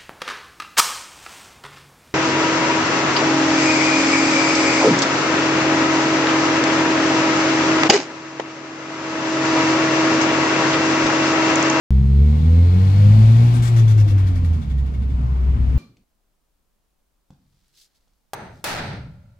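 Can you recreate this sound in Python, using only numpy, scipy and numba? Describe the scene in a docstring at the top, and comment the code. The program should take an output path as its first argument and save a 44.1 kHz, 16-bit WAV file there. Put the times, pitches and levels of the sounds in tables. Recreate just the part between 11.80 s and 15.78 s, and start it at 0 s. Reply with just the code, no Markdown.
"""Inside a turbo four-cylinder car with the left window open, heard at a phone's two ports after a brief silence.
First it pulls hard: firing orders climb in pitch as the intake rush and the compressor's airy band swell.
The throttle shuts and the compressor surges: a fading train of noise chuffs, with duct resonances ringing, while
the revs fall. The next gear then drones on. Filtered noise makes road rumble and tyre ring throughout."""
import sys
import numpy as np
from scipy import signal
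from scipy.fft import rfft, irfft
from scipy.io import wavfile
from scipy.ndimage import uniform_filter1d
from numba import njit

SR = 44100
rng = np.random.default_rng(int(sys.argv[2]) if len(sys.argv) > 2 else 0)


def file_out(sig):
    """Save sig as 16-bit WAV at sys.argv[1]."""
    # one column per channel
    cols = np.atleast_2d(sig).T
    # limit, then scale
    lim = np.clip(cols, -1, 1)
    pcm = np.round(lim * 32767).astype(np.int16)
    wavfile.write(sys.argv[1], SR, pcm)


N = 175518


def undb(db):
    """Decibels to amplitude."""
    return 10 ** (np.asarray(db) / 20)


def unit(x):
    """Scale to rms 1 over all channels together."""
    return x / np.sqrt(np.mean(x ** 2))


def curve(table, column=1):
    """A table column joined by straight lines in time."""
    rows = np.array(table, float)
    return np.interp(np.arange(N) / SR, rows[:, 0], rows[:, column])


def over_hz(table, hz):
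    """A table read on a log-frequency axis."""
    rows = np.array(table, float)
    return np.interp(np.log(np.maximum(hz, 1)), np.log(rows[:, 0]), rows[:, 1])


def walk(rate_per_s):
    """Random levels, each held for 1 / rate, smoothed twice; spread near 1."""
    hold = int(SR / rate_per_s)
    steps = np.repeat(rng.standard_normal(N // hold + 1), hold)
    return 1.335 * uniform_filter1d(uniform_filter1d(steps, hold), hold)[:N]


@njit
def svf(x, hz, width_hz):
    """State-variable band-pass with a moving centre, gain 1 there."""
    y, band_state, low_state = np.empty(len(x)), 0., 0.
    for i in range(len(x)):
        g, k = np.tan(np.pi * hz[i] / SR), width_hz[i] / hz[i]
        v = (band_state + g * (x[i] - low_state)) / (1 + g * (g + k))
        band_state = 2 * v - band_state
        low_state = low_state + 2 * g * v
        y[i] = k * v
    return y


def band(pair, hz, width_hz):
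    """Both ports through one resonance, then rms 1."""
    return unit(np.array([svf(x, hz + np.zeros(N), width_hz + np.zeros(N)) for x in pair]))


PORT_LAG_S = 0.000429  # right after left

# Level of left over right in noise. Each row: frequency in Hz, difference in dB.
LEFT_OVER_RIGHT_DB = [(60, .5), (250, 2.5), (700, 3), (1300, 4), (1850, 1), (2500, 9), (5000, 10),
                      (7800, 17), (10000, 8), (15000, 11)]
# Share of the noise common to both ports. Each row: frequency in Hz, likeness 0-1.
PORT_LIKENESS = [(30, .99), (130, .93), (290, .5), (640, .35), (1400, .58), (3000, .45), (7000, .36),
                 (15000, .42)]


def air(colour=None):
    """Noise at the two ports: partly alike, later and duller on the right; rms 1."""
    hz = np.fft.rfftfreq(N, 1 / SR)
    common, other = rfft(rng.standard_normal((2, N)))
    like = np.clip(over_hz(PORT_LIKENESS, hz), 0, 1)
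    tilt = undb(over_hz(LEFT_OVER_RIGHT_DB, hz) / 2)
    lag_s = PORT_LAG_S * np.clip(hz / 340 - .3, 0, 1)  # none in the bass
    left = common * tilt
    right = (like * common + np.sqrt(1 - like ** 2) * other) * np.exp(-2j * np.pi * hz * lag_s) / tilt
    pair = np.array([left, right]) / (tilt + 1 / tilt)
    if colour is not None:
        pair = pair * undb(over_hz(colour, hz)) * (hz > 15)
    return unit(irfft(pair, N))


ROAD_FLICKER_DB, ROAD_FLICKER_PER_S = 4, 6

# Spectrum of the rumble ahead of the octave bands. Each row: frequency in Hz, relative level in dB per Hz.
ROAD_COLOUR = [(20, -22.5), (45, -8.5), (80, -10.5), (140, -9.5), (170, -18), (240, -25.5), (310, -34),
               (500, -41.5), (1200, -40), (1700, -46.5), (3000, -53), (7000, -83.5), (15500, -102)]
# Level of the rumble. Each row: time in seconds, level in dB.
ROAD_LEVEL_DB = [(.1, -29.5), (1., -25), (1.7, -28.5), (2.4, -25), (3.1, -27.5), (3.97, -23)]


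def road():
    """Tyre and body rumble with wind: noise in octave bands, each flickering on its own."""
    noise = air(ROAD_COLOUR)
    rumble = np.zeros((2, N))
    for hz in 30. * 2 ** np.arange(9):
        octave = np.array([svf(x, np.full(N, hz), np.full(N, hz)) for x in noise])
        rumble += undb(ROAD_FLICKER_DB * walk(ROAD_FLICKER_PER_S)) * octave
    return undb(curve(ROAD_LEVEL_DB)) * unit(rumble)


TYRE_HZ, TYRE_WIDTH_HZ, TYRE_MEAN_DB = 233.7, 24.3, -41.5


def tyres():
    """Air ringing inside the tyres: narrow-band noise at a wandering level."""
    return undb(TYRE_MEAN_DB + 2 * walk(4.88)) * band(air(), TYRE_HZ, TYRE_WIDTH_HZ)


# Each row: time in seconds, throttle opening 0-1.
THROTTLE = [(.1, 1), (1.62, 0.69), (1.72, 0.02), (3.4, 0), (3.97, .4)]


def throttle():
    """Throttle opening, which drives roughness, weak orders and the duct's ring while drawing air."""
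    return np.clip(curve(THROTTLE), 0, 1)


DUCT_FLICKER_DB, DUCT_DRIFT = 3.5, .012  # drift as share of the centre

# Resonances of the intake duct, means before flicker and drift.
# Each row: centre in Hz, width in Hz, relative level in dB while drawing air, relative level in dB in a chuff.
DUCT_MODES = [(1550, 55, -19, -2), (1890, 55, -14, -3), (2200, 60, -12, 3), (2790, 60, -22, -5),
              (3400, 120, -15, 1.5)]


def duct(column):
    """Air ringing unsteadily in the intake duct: noise through drifting, flickering resonances."""
    flow = air()
    ring = np.zeros((2, N))
    for mode in DUCT_MODES:
        level = undb(mode[column] + DUCT_FLICKER_DB * walk(11))
        centre_hz = mode[0] * (1 + DUCT_DRIFT * walk(5))
        ring += level * band(flow, centre_hz, mode[1])
    return ring


SPOOL_WIDTH_HZ = 380

# Airy band of the spooling compressor. Each row: time in seconds, centre in Hz, mean level in dB.
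SPOOL_BAND = [(.1, 4030, -67.5), (.65, 4030, -54.5), (1.15, 4310, -50.5), (1.6, 4630, -58.5),
              (2.1, 4380, -80)]


def spool():
    """Compressor's airy band: noise through a moving band-pass."""
    level_db = curve(SPOOL_BAND, column=2) + 2 * walk(12)
    return undb(level_db) * band(air(), curve(SPOOL_BAND), SPOOL_WIDTH_HZ)


# Rush without the duct's ring. Each row: time in seconds, mean level in dB.
INTAKE_LEVEL_DB = [(.1, -51), (.5, -46.5), (.8, -43.5), (1.05, -40.5), (1.3, -38), (1.55, -37.5),
                   (1.7, -38), (1.95, -39.5), (2.2, -45), (2.6, -48), (3., -54), (3.4, -53), (3.97, -52)]
# Spectrum of the rush. Each row: frequency in Hz, relative level in dB per Hz.
RUSH_COLOUR = [(410, -30.5), (700, 7.5), (1710, -4.5), (2250, -3), (2770, -5), (3320, -4.5), (15500, -28.5)]


def intake():
    """Rush of air that swells with boost and rings the duct while the throttle is open."""
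    level_db = curve(INTAKE_LEVEL_DB) + .5 * walk(12)
    rush = air(RUSH_COLOUR) + throttle() * duct(column=2)
    return undb(level_db) * rush


CHUFF_ATTACK_S, CHUFF_TAIL_S, RING_TAIL_S = 0.0056, 0.017, .016
CHUFF_SAG, CHUFF_WIDTH = 0.043, .2  # shares of the centre
CHUFF_AIR_DB = 7  # blast over whoosh
RING_OVER_WHOOSH_DB, RING_GAIN_DB_PER_S = 2, 7  # at the first chuff; growth along the train

# Each row: start in seconds, length of rise and hold in seconds, whoosh level in dB, whoosh centre in Hz.
CHUFF_TRAIN = [(1.735, 0.037, -49, 8740), (1.82, 0.065, -44.5, 7770), (1.96, 0.04, -46.5, 6440),
               (2.075, .045, -50, 6400), (2.175, .04, -51, 5720), (2.275, .04, -52.5, 5600),
               (2.375, 0.031, -56, 5160), (2.465, 0.023, -54, 4630), (2.55, 0.027, -55.5, 4380),
               (2.642, 0.021, -56, 4200), (2.727, 0.029, -60.5, 3670), (2.81, .03, -63, 3700),
               (2.895, 0.025, -62.5, 3600), (2.975, 0.023, -62, 3700), (3.055, 0.023, -65, 3600),
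               (3.135, 0.013, -63, 3700), (3.217, 0.017, -65, 3500), (3.295, 0.019, -68.5, 3380)]
# Broad blast of every chuff. Each row: frequency in Hz, relative level in dB per Hz.
BLAST_COLOUR = [(600, -23), (1200, 2), (2500, -10.5), (5000, -8.5), (9000, -16), (12000, -17),
                (15500, -31.5)]


def surge():
    """Each backflow through the compressor rises fast, holds, dies away; its whoosh sags."""
    t = np.arange(N) / SR
    first_s, first_hz = CHUFF_TRAIN[0][0], CHUFF_TRAIN[0][3]
    gain, ring_gain, hz = np.zeros(N), np.zeros(N), np.full(N, 1. * first_hz)
    for start_s, length_s, level_db, centre_hz in CHUFF_TRAIN:
        age = np.maximum(t - start_s, 0)
        after = np.maximum(age - length_s, 0)
        rise = undb(level_db) * np.minimum(age / CHUFF_ATTACK_S, 1)
        gain += rise * np.exp(-after / CHUFF_TAIL_S)
        # the ring fades more slowly along the train than the blast
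        ring_db = RING_OVER_WHOOSH_DB + RING_GAIN_DB_PER_S * (start_s - first_s)
        ring_gain += rise * np.exp(-after / RING_TAIL_S) * undb(ring_db)
        sagging_hz = centre_hz * (1 - CHUFF_SAG * np.minimum(age / length_s / 2, 1))
        hz = np.where(t >= start_s, sagging_hz, hz)
    whoosh = band(band(air(), hz, CHUFF_WIDTH * hz), hz, 2 * CHUFF_WIDTH * hz)
    blast = undb(CHUFF_AIR_DB) * air(BLAST_COLOUR)
    return gain * (whoosh + blast) + ring_gain * unit(duct(column=3))


ROUGH_PULL, ROUGH_COAST, ROUGH_PER_S = .4, .93, 45  # shares of uneven firing


def tone(order, cycles):
    """Complex order of rms 1; whole orders dip together at each firing, a sharp dip in pressure."""
    return -np.sqrt(2) * np.exp(2j * np.pi * order * cycles)


def uneven(share):
    """Random complex gain: uneven firing breaks up an order."""
    scatter = (walk(ROUGH_PER_S) + 1j * walk(ROUGH_PER_S)) / np.sqrt(2)
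    return np.sqrt(1 - share ** 2) + share * scatter


def roughness():
    """Share of uneven firing, from coasting to pulling."""
    return ROUGH_COAST + (ROUGH_PULL - ROUGH_COAST) * throttle()


def ports(order, hz):
    """Complex gains: the right port hears the higher orders later and weaker."""
    side = np.array([[1], [-1]])
    return np.exp(side * (.0005 + 1j * np.pi * PORT_LAG_S) * np.maximum(order * hz - 40, 0))


SWAY_DB, SWAY_PER_S = 1.2, 2  # left over right

# Firing tone, mean of the ports. Each row: time in seconds, level in dB.
FIRING_LEVEL_DB = [(.1, -13.5), (.16, -10.5), (.23, -15), (.42, -9.5), (.62, -16), (.66, -11), (.82, -9),
                   (.94, -12), (1.11, -13), (1.22, -8.5), (1.49, -7.5), (1.88, -16), (1.96, -10.5),
                   (2.24, -10), (2.29, -17), (2.34, -11.5), (2.6, -18), (2.72, -14), (2.84, -26.5),
                   (3.01, -16.5), (3.12, -24), (3.19, -19.5), (3.97, -15.5)]
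# Each row: time in seconds, level of order 2 in dB, level of order 3 in dB; both before the port gains.
OVERTONE_LEVELS_DB = [(.1, -23.5, -24), (.2, -20.5, -25), (.42, -19, -29), (.5, -24, -22),
                      (.62, -20.5, -32), (.78, -24, -28), (.86, -33, -36), (.97, -21.5, -42),
                      (1.13, -31.5, -38), (1.27, -23.5, -41), (1.5, -26, -42), (1.7, -29.5, -42),
                      (2., -39, -40), (2.4, -40.5, -37), (2.72, -30.5, -33), (2.9, -31.5, -45),
                      (3.6, -40, -48), (3.97, -34, -42)]


def drone(hz, cycles):
    """Firing tone leaning between the ports as the phone sways, and two less steady overtones."""
    lean_db = SWAY_DB * walk(SWAY_PER_S) * np.array([[.5], [-.5]])
    orders = undb(curve(FIRING_LEVEL_DB) + lean_db) * tone(1, cycles)
    share = roughness() - ROUGH_PULL * throttle() / 2
    for column in (1, 2):
        order = column + 1
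        level = undb(curve(OVERTONE_LEVELS_DB, column))
        orders = orders + level * uneven(share) * tone(order, cycles) * ports(order, hz)
    return orders.real


ORDER_WOBBLE_DB, WOBBLE_PER_S = 5, 6
GROWL_HZ, GROWL_WIDTH_HZ, GROWL_DB = 520, 130, 12  # centre at a firing rate of 90 Hz
GROWL_CLIMB = 2.6  # Hz per Hz of firing rate

# Weak orders before growl and wobble.
# Each row: multiple of the firing rate, level in dB pulling, level in dB coasting.
WEAK_ORDERS = [(.5, -43.5, -43), (1.5, -39.5, -41.5), (2.5, -50.5, -47.5), (3.5, -50.5, -47.5),
               (4, -48.5, -55), (5, -53.5, -65), (6, -56, -70), (7, -55.5, -68)]


def weak_orders(hz, cycles):
    """Weak orders, broken up by uneven firing and lifted as they pass the exhaust resonance."""
    load, rough = throttle(), roughness()
    growl_hz = GROWL_HZ + GROWL_CLIMB * (hz - 90)
    orders = 0
    for order, pull_db, coast_db in WEAK_ORDERS:
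        growl_db = GROWL_DB * np.exp(-((order * hz - growl_hz) / GROWL_WIDTH_HZ) ** 2)
        wobble_db = ORDER_WOBBLE_DB * walk(WOBBLE_PER_S)
        level = undb(coast_db + (pull_db - coast_db) * load + wobble_db + growl_db)
        orders = orders + level * uneven(rough) * tone(order, cycles) * ports(order, hz)
    return orders.real


RASP_START_DB, RASP_DB_PER_HZ = -56, 0.2084  # at the first firing rate; per Hz above it
RASP_HZ, RASP_WIDTH_HZ, RASP_DECAY_CYCLES = 484, 230, .6


def rasp(hz, cycles):
    """Gas noise that bursts once a firing, decays until the next and swells with the firing rate."""
    gas = band(band(air(), RASP_HZ, RASP_WIDTH_HZ), RASP_HZ, 2 * RASP_WIDTH_HZ)
    bursts = gas * np.exp(-(cycles % 1) / RASP_DECAY_CYCLES)
    return undb(RASP_START_DB + RASP_DB_PER_HZ * (hz - FIRING_RATE_HZ[0][1])) * unit(bursts)


PITCH_JITTER, JITTER_PER_S = .003, 25  # jitter as share of the rate

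# Each row: time in seconds, firing rate in Hz before jitter.
FIRING_RATE_HZ = [(.1, 64.71), (.39, 69.67), (1.14, 98.13), (1.63, 117.9), (1.91, 117.8), (2.2, 105.6),
                  (2.79, 78.3), (2.9, 65.22), (3.25, 66.8), (3.36, 63.75), (3.97, 64.43)]


def engine():
    """Drone in the cabin, weak orders and rasp share one jittered count of firing cycles."""
    hz = curve(FIRING_RATE_HZ)
    cycles = np.cumsum(hz * (1 + PITCH_JITTER * walk(JITTER_PER_S))) / SR
    return drone(hz, cycles) + weak_orders(hz, cycles) + rasp(hz, cycles)


def scene():
    """All sources together."""
    return tyres() + engine() + spool() + intake() + surge() + road()


START_S, TOP_HZ = .1061, 15830


def record(dry):
    """The phone opens at START_S and cuts the top with a steep low-pass."""
    opened = dry * (np.arange(N) >= START_S * SR)
    return signal.sosfilt(signal.ellip(14, .3, 70, TOP_HZ, fs=SR, output="sos"), opened)


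dry = scene()
out = record(dry)
file_out(out)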